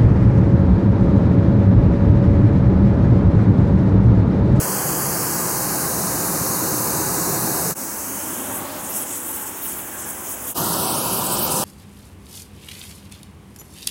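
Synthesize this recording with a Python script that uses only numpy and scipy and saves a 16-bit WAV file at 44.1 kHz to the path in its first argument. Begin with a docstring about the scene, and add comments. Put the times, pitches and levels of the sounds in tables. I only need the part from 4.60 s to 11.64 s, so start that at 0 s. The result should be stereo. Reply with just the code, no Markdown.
"""An oxy-acetylene torch burns over dull workshop room tone, heard first from beside the welder:
the turbulent flame roars and the gas jet hisses. At 3.1 s we cut to across the floor. From 4 s the
flame plays on a steel hinge: the roar swells, then softens, gas splashes and spits off the plate, and
the hiss flares whenever the jet catches an edge. At 5.9 s we cut right to the nozzle, where the hiss
keeps swishing with its echo off the steel as the nozzle moves."""
import sys
import numpy as np
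from scipy import signal
from scipy.io import wavfile
from scipy.ndimage import uniform_filter1d

SR = 44100
rng = np.random.default_rng(int(sys.argv[2]) if len(sys.argv) > 2 else 0)


def generate_wav(sig):
    """Save sig (samples, or channels by samples) to the path in sys.argv[1] as 16-bit PCM at SR."""
    pcm = np.round(np.clip(np.atleast_2d(sig).T, -1, 1) * 32767).astype(np.int16)
    wavfile.write(sys.argv[1], SR, pcm)


N = 310464

BESIDE, FAR, CLOSE = range(3)  # listening places, in order
CUTS_S = (3.145, 5.941)
TOUCH_S, TOUCH_LENGTH_S = 3.96, 0.24  # the flame's tip reaches the steel

# room tone of the shop (frequency [Hz], level [dB])
ROOM_TONE = [(30, -89), (65, -69), (110, -73), (170, -89), (280, -65.5), (600, -74.5), (1500, -73.5),
             (4000, -81)]
# a low drone swells and ebbs (time [s], level [dB])
DRONE_LEVEL = [(4.4, -80), (4.9, -63), (5.5, -56), (5.9, -57), (6.1, -75)]
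# ring of the shop and a steel bin (centre [Hz], width [Hz], lift beside [dB], far [dB], close [dB])
RESONANCES = [(121, 20, 2, 1, 2), (174, 49, 4.5, 2.0, 2.5), (264, 25, -1, 2, -1), (317, 40, 4.5, 3.5, 3.5),
              (381, 73, 4.5, 1, 5), (455, 42, -1, -2.5, -2.5), (522, 50, 5.5, 4, 3),
              (603, 56, -4, 2.5, 1.5), (707, 53, 0, -4, -0.5), (762, 63, -3, -0.5, 3),
              (835, 47, 0.5, 0, -2), (880, 55, 0, 0.5, 1.5), (932, 42, -2.5, -.5, 5.5),
              (975, 38, -0.5, -1, 3.5), (1310, 77, -3, -1, -0.5), (1570, 73, 1, 0.5, -1),
              (3120, 250, 1, 2, 4), (6500, 480, 0, 1.5, 1), (8100, 310, 1, 2, 1)]
# combustion roar (frequency [Hz], level beside [dB], far [dB], close [dB])
ROAR_SPECTRUM = [(25, -83, -93, -78), (55.6, -63.5, -78, -64), (100, -59.5, -65.5, -56),
                 (141, -53.5, -71.5, -51.5), (214, -57, -62.5, -51.5), (457, -59.5, -68.5, -56),
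                 (887, -56.5, -65, -53.5), (1260, -61.5, -70, -54), (1640, -65, -73.5, -63.5),
                 (1940, -73, -81, -65.5), (2960, -73.5, -78, -62.5), (6000, -82, -83, -106)]
# one band of the roar swells or sinks (time [s], half length [s], lift [dB], centre [Hz])
ROAR_SWELLS = [(.47, .1, 3, 165), (1.75, .17, 3, 175), (3.7, 0.12, 5.5, 298), (3.98, 0.11, 2, 950),
               (4.4, .06, 3, 800), (4.8, 0.098, 3, 900), (4.83, 0.027, 8.3, 1600), (5.45, 0.091, 3, 900),
               (4.85, .25, -3, 680), (5.3, .35, -3, 500), (3, .25, 2, 740), (5.34, 0.034, 13, 1650),
               (5.47, 0.043, 8.9, 1650), (6.15, 0.11, 3, 170)]
# hiss at the nozzle (frequency [Hz], level beside [dB], far [dB], close [dB])
HISS_SPECTRUM = [(2060, -68.5, -78, -94), (3600, -75.3, -80, -68), (4470, -67.3, -73.5, -66.5),
                 (5300, -65.3, -70, -65.3), (6500, -60.5, -67, -66), (7300, -65, -69.5, -67),
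                 (7700, -61.5, -67, -61), (11800, -60.5, -66.5, -63), (13000, -63.5, -68, -64.5),
                 (14700, -63, -69, -63.5), (15700, -62.5, -66.5, -63)]
# the hiss between flares (time [s], level [dB])
HISS_LEVEL = [(0, 0.1), (3.2, 0.5), (3.65, 1), (3.9, -.5), (4.08, -4), (4.5, -4), (5.3, -3.5), (5.9, -2.5),
              (5.97, 1), (6.5, 0.5), (6.62, -1), (6.78, 0), (7.04, -1)]
# the top of the hiss dips (time [s], half length [s], gain [dB])
HISS_LULLS = [(4.15, .06, -1), (4.46, .012, -2), (4.85, .009, -2.5), (4.94, .02, -3), (5.15, .01, -2),
              (5.44, .01, -5), (5.6, .025, -2), (5.79, .015, -2), (6.62, .014, -2.5), (6.7, .01, -2.5),
              (6.77, .012, -1), (6.885, .014, -4.5), (7.02, .025, -2)]
# the jet catches an edge
# (time [s], half length [s], strength [dB], centre [Hz], half width [octaves], glide [octaves/s])
EDGE_FLARES = [(3.96, .02, 2, 11000, 0.5, 0), (4.255, .016, -2, 7000, .55, 0),
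               (4.305, .018, 2, 11500, .25, 13), (4.335, .014, 3, 4800, .3, 0),
               (4.372, .018, 6, 9000, 0.64, 0), (4.41, .012, 3.5, 14000, .3, -8),
               (4.428, .011, 6.5, 9700, 0.14, -8), (4.48, 0.015, -1, 6800, .4, 0),
               (4.54, 0.033, 4, 8200, .33, -1.5), (4.575, .008, 2, 14000, .5, 0),
               (4.63, .02, -3.5, 12000, .5, 0), (4.686, 0.016, 2.5, 13000, .5, 0),
               (4.76, .03, 1, 13000, 0.48, 0), (4.822, .008, 0, 13000, 0.51, 0),
               (4.877, 0.01, 1, 8000, .6, 0), (4.98, .009, 0, 14500, 0.23, 0),
               (5.045, .014, 4.5, 14500, 0.3, 0), (5.065, .03, -3, 4200, .4, -2),
               (5.095, 0.027, 3, 10500, .45, -7), (5.125, .009, 2, 15300, .15, 0),
               (5.185, 0.022, 3.5, 12500, 0.28, -10), (5.403, 0.014, 0, 8500, 0.47, 0),
               (5.44, .015, -3, 8000, 0.27, 0), (5.49, .014, -2.5, 11000, .8, 0),
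               (5.68, 0.02, 0, 6000, .8, 0), (5.715, .016, 0, 12000, .6, 0),
               (5.83, 0.019, -8, 15000, .3, 0), (5.905, 0.031, 2.5, 12000, 0.83, 0),
               (5.997, .014, 2, 11200, .13, 0), (6.002, .018, -2, 6500, .1, 0),
               (6.228, .012, 4, 13240, .09, 5), (6.325, .014, 3, 8200, .06, 2),
               (6.385, 0.022, 4.5, 9800, 0.08, 5), (6.465, .01, 2, 10300, .06, 3),
               (6.545, 0.028, 5.5, 11200, 0.17, 6), (6.657, .01, 4.5, 11500, .18, 0),
               (6.677, 0.0093, 1, 8100, .08, 0), (6.728, .01, 3.5, 10000, 0.28, 0),
               (6.839, .013, 9, 14300, 0.18, 0), (6.922, .01, 3, 10500, .3, -8),
               (6.977, 0.037, 3, 8000, 0.41, -1)]
# band cancelled by the echo off the steel; a negative depth lifts it (time [s], centre [Hz], depth [dB])
PLATE_NOTCH = [(3.9, 3600, -6), (4.02, 4400, 8), (4.09, 6000, 6), (4.2, 7300, -1.5), (5.13, 7000, -1),
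               (5.22, 5000, 5), (5.32, 3300, 0), (5.97, 5300, 3), (6.18, 6600, 3), (6.31, 7000, 12),
               (6.4, 7700, 8), (6.47, 8950, 8), (6.54, 8800, 2), (6.58, 5000, 0), (6.62, 5000, 3),
               (6.7, 6000, 3), (6.78, 6400, 3.5), (6.84, 7500, 9), (6.88, 8800, 5), (6.92, 10000, -1.5)]
# stereo image at each place (frequency [Hz], likeness [0-1], left lead [rad], left over right [dB])
IMAGE_BESIDE = [(100, .99, 0, -.8), (180, .97, .1, -1), (300, .95, .3, .2), (500, .72, .8, 1),
                (850, .8, .8, 3.3), (1100, .85, .5, 2), (1650, .8, 1.1, 0), (2000, .75, 2, -.6),
                (2700, .78, 2.85, 0), (3100, .96, 3.08, 0), (3300, .99, 3.14, 0), (3500, .96, 3.22, 0),
                (3800, .78, 3.55, 0), (4300, .65, 4.2, .7), (4700, .72, 4, 3), (5400, .72, 4.05, 2.8),
                (6200, .79, 4.45, -1.8), (7000, .62, 4.75, -4.6), (8000, .8, 4.45, -1.6),
                (9500, .78, 4.6, 0), (15500, .77, 4.8, 0)]
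IMAGE_FAR = [(100, .96, 0, -1.5), (300, .9, .2, -.5), (500, .64, .65, 0), (1000, .78, .5, 1.6),
             (1750, .68, .55, -.3), (2200, .6, 1.5, 0), (3300, .68, 2.2, 0), (3700, .88, 3.05, 0),
             (4100, .95, 3.14, 0), (4900, .93, 3.2, .8), (5400, .78, 3.25, 1.8), (5800, .82, 3.45, 0),
             (6400, .75, 3.9, -4), (7000, .61, 4.45, -6), (8000, .83, 4.5, -1.6), (9500, .82, 4.65, 0),
             (15500, .77, 4.8, 0)]
IMAGE_CLOSE = [(120, .995, 0, -.5), (250, .98, .3, -3.5), (480, .87, .4, 3), (630, .96, .8, -2.5),
               (900, .97, .9, .5), (1400, .92, 1.6, .3), (1650, .84, 2.3, 0), (1850, .96, 3.06, .3),
               (2050, .96, 3.2, 0), (2750, .52, 4.3, 0), (3100, .64, 4.45, 0), (3600, .42, 4.1, 0),
               (4200, .46, 4.9, 0), (4700, .68, 6, 1), (5100, .5, 6.3, 5), (5500, .2, 5.3, 7),
               (6300, .6, 4.3, 2), (6900, .55, 4.25, -2), (8000, .83, 4.3, -1.7), (9500, .78, 4.65, 0),
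               (15500, .79, 4.8, 0)]
# a hollow, out-of-phase band glides with the torch's bearing (time [s], shift at 3 kHz [octaves])
BEARING_GLIDE = [(.3, .2), (1.4, 0), (3.14, -.02), (3.2, -.46), (3.5, -.2), (3.95, .15), (4.4, .02),
                 (5.9, 0), (6.05, .3), (6.3, 0), (6.9, 0), (7.04, .15)]


def amp(db):
    """Decibels to gain."""
    return 10 ** (np.asarray(db) / 20)


def over_time(rows, t):
    """A table's columns as straight-line envelopes."""
    s, *columns = np.transpose(rows)
    return [np.interp(t, s, c) for c in columns]


def over_pitch(rows, hz):
    """A table's columns as curves on a log-frequency axis."""
    f, *columns = np.transpose(rows)
    return [np.interp(np.log(hz + 1), np.log(f + 1), c) for c in columns]


def bell(x, centre, half_width):
    """A Gaussian hump of height 1."""
    return np.exp(-.5 * ((x - centre) / half_width) ** 2)


def band(hz, centre_hz, octaves, shift=0):
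    """A bell-shaped EQ band, with half width and shift in octaves."""
    return bell(np.log2((hz + 1) / centre_hz), shift, octaves)


def step(t, at_s, length_s):
    """A smooth rise from 0 to 1."""
    return .5 + .5 * np.tanh((t - at_s) / length_s)


def grid(size):
    """Frame times (a column) and bin frequencies (a row) of short-time spectra."""
    hop = size // 4
    return np.arange(N // hop + 2)[:, None] * hop / SR, np.fft.rfftfreq(size, 1 / SR)


def place_at(t):
    """The listening place of each frame."""
    return np.searchsorted(CUTS_S, t[:, 0])


def eddies(t, hz, life_s, span_hz):
    """Random modulation of unit spread, in patches that last life_s and cover span_hz."""
    field = rng.standard_normal((len(t), len(hz)))
    field = uniform_filter1d(field, max(1, round(life_s / t[1, 0])), axis=0, mode="wrap")
    field = uniform_filter1d(field, max(1, round(span_hz / hz[1])), axis=1, mode="wrap")
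    return field / field.std()


def stereo_image(t, hz):
    """Likeness, phase lead and balance of left and right, following the place and the torch's bearing."""
    place = place_at(t)
    shifted_hz = hz / 2 ** (over_time(BEARING_GLIDE, t)[0] * band(hz, 3000, octaves=1.2))
    likeness, lead, balance_db = np.zeros((3, len(t), len(hz)))
    for where, image in enumerate((IMAGE_BESIDE, IMAGE_FAR, IMAGE_CLOSE)):
        here = place == where
        likeness[here], lead[here], _ = over_pitch(image, shifted_hz[here])
        balance_db[here] = over_pitch(image, hz)[2]
    # the jet scatters as it first meets the hinge, and its sound turns diffuse
    scatter = 0.9 * bell(t, 4.11, .06) * band(hz, 4700, octaves=.5)
    return np.clip(likeness * (1 - scatter), 0, 1), lead, amp(balance_db)


def stereo_noise(density, t, hz):
    """Noise shaped to a density (frames x bins, per root Hz) and spread across the stereo image."""
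    size = 2 * (len(hz) - 1)
    frame = dict(nperseg=size, noverlap=size * 3 // 4)
    white = rng.standard_normal((2, N + size))
    shared, apart = signal.stft(white, **frame)[2].swapaxes(1, 2)[:, :len(t)]
    likeness, lead, balance = stereo_image(t, hz)
    left = shared * balance
    right = (likeness * shared + np.sqrt(1 - likeness ** 2) * apart) * np.exp(-1j * lead)
    gain = density * np.sqrt(SR / (1 + balance ** 2))
    return signal.istft((np.array([left, right]) * gain).swapaxes(1, 2), **frame)[1][:, :N]


def room_tone(drone_hz=65, width_hz=2.5, rolloff_hz=5000):
    """The dull bed of the shop, with a faint low drone."""
    t, hz = grid(size=16384)
    bed = amp(over_pitch(ROOM_TONE, hz)[0]) * bell(hz, 0, rolloff_hz)
    drone = amp(over_time(DRONE_LEVEL, t)[0]) * bell(hz, drone_hz, width_hz)
    return stereo_noise(np.hypot(bed, drone), t, hz)


def resonance_db(hz):
    """The shop and the steel bin ring and colour the torch (places x bins)."""
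    return sum(np.outer(lift_db, 1 / (1 + (2 * (hz - centre) / width) ** 2))
               for centre, width, *lift_db in RESONANCES)


def wall_echoes(t, hz, ripple_db=1.2):
    """Echoes off the bin's wall ripple the treble, shifting slowly with the hand."""
    return amp(ripple_db * eddies(t, hz, life_s=0.251, span_hz=170))


def plate_echo(t, hz, far_octaves=0.29, close_octaves=0.09):
    """The echo off the steel combs the hiss into a swish that sweeps as the nozzle moves."""
    notch_hz, depth_db = over_time(PLATE_NOTCH, t)
    width = np.where(place_at(t) == CLOSE, close_octaves, far_octaves)[:, None]
    notch = band(hz, notch_hz, width)
    crest = 0.14 * band(hz, notch_hz, width, shift=.28)
    second_notch = 0.2 * band(hz, notch_hz, width, shift=.86)
    return amp(depth_db * (crest - notch - second_notch))


def splash(t, hz, surge, far_db=-79, close_db=-71, flare_db=3.5, sizzle_db=3):
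    """Gas splashes off the plate: from afar a sizzle that surges with each flare, close up a rush."""
    sizzle = amp(sizzle_db * eddies(t, hz, life_s=.009, span_hz=2500))
    swell = np.sqrt(1 + amp(flare_db) ** 2 * surge)
    far = amp(far_db) * bell(hz, 4400, 1200) * swell * sizzle
    close = amp(close_db) * bell(hz, 3700, 1100)
    return np.where((place_at(t) == CLOSE)[:, None], close, far)


def spits_db(t, hz, per_s=22, most_db=4, lowest_hz=5000, highest_hz=15000, half_length_s=.004):
    """Gas spits off the hot steel at random, each spit flicking up one treble band."""
    contact_s = N / SR - TOUCH_S
    lift_db = np.zeros((len(t), len(hz)))
    for when, pitch, size in rng.random((round(per_s * contact_s), 3)):
        envelope = bell(t, TOUCH_S + when * contact_s, half_length_s)
        centre_hz = lowest_hz * (highest_hz / lowest_hz) ** pitch
        lift_db += most_db * size * envelope * band(hz, centre_hz, octaves=.35)
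    return lift_db


def lulls_db(t, hz, centre_hz=13500):
    """The top of the hiss ducks briefly between flares."""
    duck_db = sum(dip_db * bell(t, s, length) for s, length, dip_db in HISS_LULLS)
    return duck_db * band(hz, centre_hz, octaves=0.27)


def edge_flares(t, hz):
    """The jet catches edges and bands flare up: their power per bin, and their joint surge in time."""
    bands, surge = np.zeros((len(t), len(hz))), np.zeros_like(t)
    for s, length, flare_db, centre_hz, octaves, glide in EDGE_FLARES:
        near = abs(t[:, 0] - s) < 4 * length
        power = amp(flare_db) ** 2 * bell(t[near], s, length)
        bands[near] += power * band(hz, centre_hz, octaves, shift=glide * (t[near] - s))
        surge[near] += power
    return bands, surge


def jet_hiss(flutter_db=1.1, free_flutter=.7, spurt_db=1, sputter_db=0.8, spurt_hz=9000, low_hz=1500):
    """The gas jet hisses; on the steel it flutters harder, and its treble spurts and sputters."""
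    t, hz = grid(size=512)
    on_plate = step(t, TOUCH_S, TOUCH_LENGTH_S)
    colour = amp(over_pitch(HISS_SPECTRUM, hz) + resonance_db(hz))[place_at(t)]
    flares, surge = edge_flares(t, hz)
    level = np.sqrt(amp(over_time(HISS_LEVEL, t)[0]) ** 2 + flares)
    no_bass = hz ** 2 / np.hypot(hz ** 2, low_hz ** 2)  # so thin a jet radiates only treble
    unrest_db = spurt_db * eddies(t, hz, life_s=.029, span_hz=2000)
    unrest_db += sputter_db * eddies(t, hz, life_s=.012, span_hz=9000)
    treble = hz / np.hypot(hz, spurt_hz)
    texture = amp(unrest_db * on_plate * treble + spits_db(t, hz) + lulls_db(t, hz))
    hiss = colour * level * no_bass * texture
    depth_db = flutter_db * (free_flutter + (1 - free_flutter) * on_plate)
    flutter = amp(depth_db * eddies(t, hz, life_s=.018, span_hz=1200))
    gas = np.hypot(hiss, on_plate * splash(t, hz, surge)) * flutter
    return stereo_noise(gas * plate_echo(t, hz) * wall_echoes(t, hz), t, hz)


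def flame_roar(touch_db=3, flatten_db=-3.5, standing_db=2.5, smooth_below_hz=500):
    """Burning eddies expand and rumble, louder on touching the steel, softer once pressed flat on it."""
    t, hz = grid(size=4096)
    colour_db = (over_pitch(ROAR_SPECTRUM, hz) + resonance_db(hz))[place_at(t)]
    ride_db = touch_db * bell(t, TOUCH_S, TOUCH_LENGTH_S) + flatten_db * step(t, at_s=4.44, length_s=.1)
    for s, length, swell_db, centre_hz in ROAR_SWELLS:
        ride_db = ride_db + swell_db * bell(t, s, length) * band(hz, centre_hz, octaves=0.18)
    # fine standing waves drift as the torch moves
    standing = eddies(t, hz, life_s=.5, span_hz=22) * hz / np.hypot(hz, smooth_below_hz)
    return stereo_noise(amp(colour_db + ride_db + standing_db * standing), t, hz)


def scene(fade_s=0.035, fade_curve=0.98):
    """The torch over the room tone, with a quick fade out and in at each cut."""
    t = np.arange(N)[:, None] / SR
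    from_cut_s = abs(t - CUTS_S).min(axis=1)
    fade = np.minimum(from_cut_s / fade_s, 1) ** fade_curve
    return fade * (flame_roar() + jet_hiss() + room_tone())


def record(dry, low_cut_hz=36, high_cut_hz=15870):
    """A low cut trims the rumble and a steep high cut takes off the very top."""
    low_cut = signal.butter(N=4, Wn=low_cut_hz, btype="high", fs=SR, output="sos")
    high_cut = signal.firwin(1023, high_cut_hz, window=("kaiser", 9), fs=SR)
    return signal.oaconvolve(signal.sosfilt(low_cut, dry), high_cut[None], "same", axes=1)


dry = scene()
out = record(dry)
generate_wav(out)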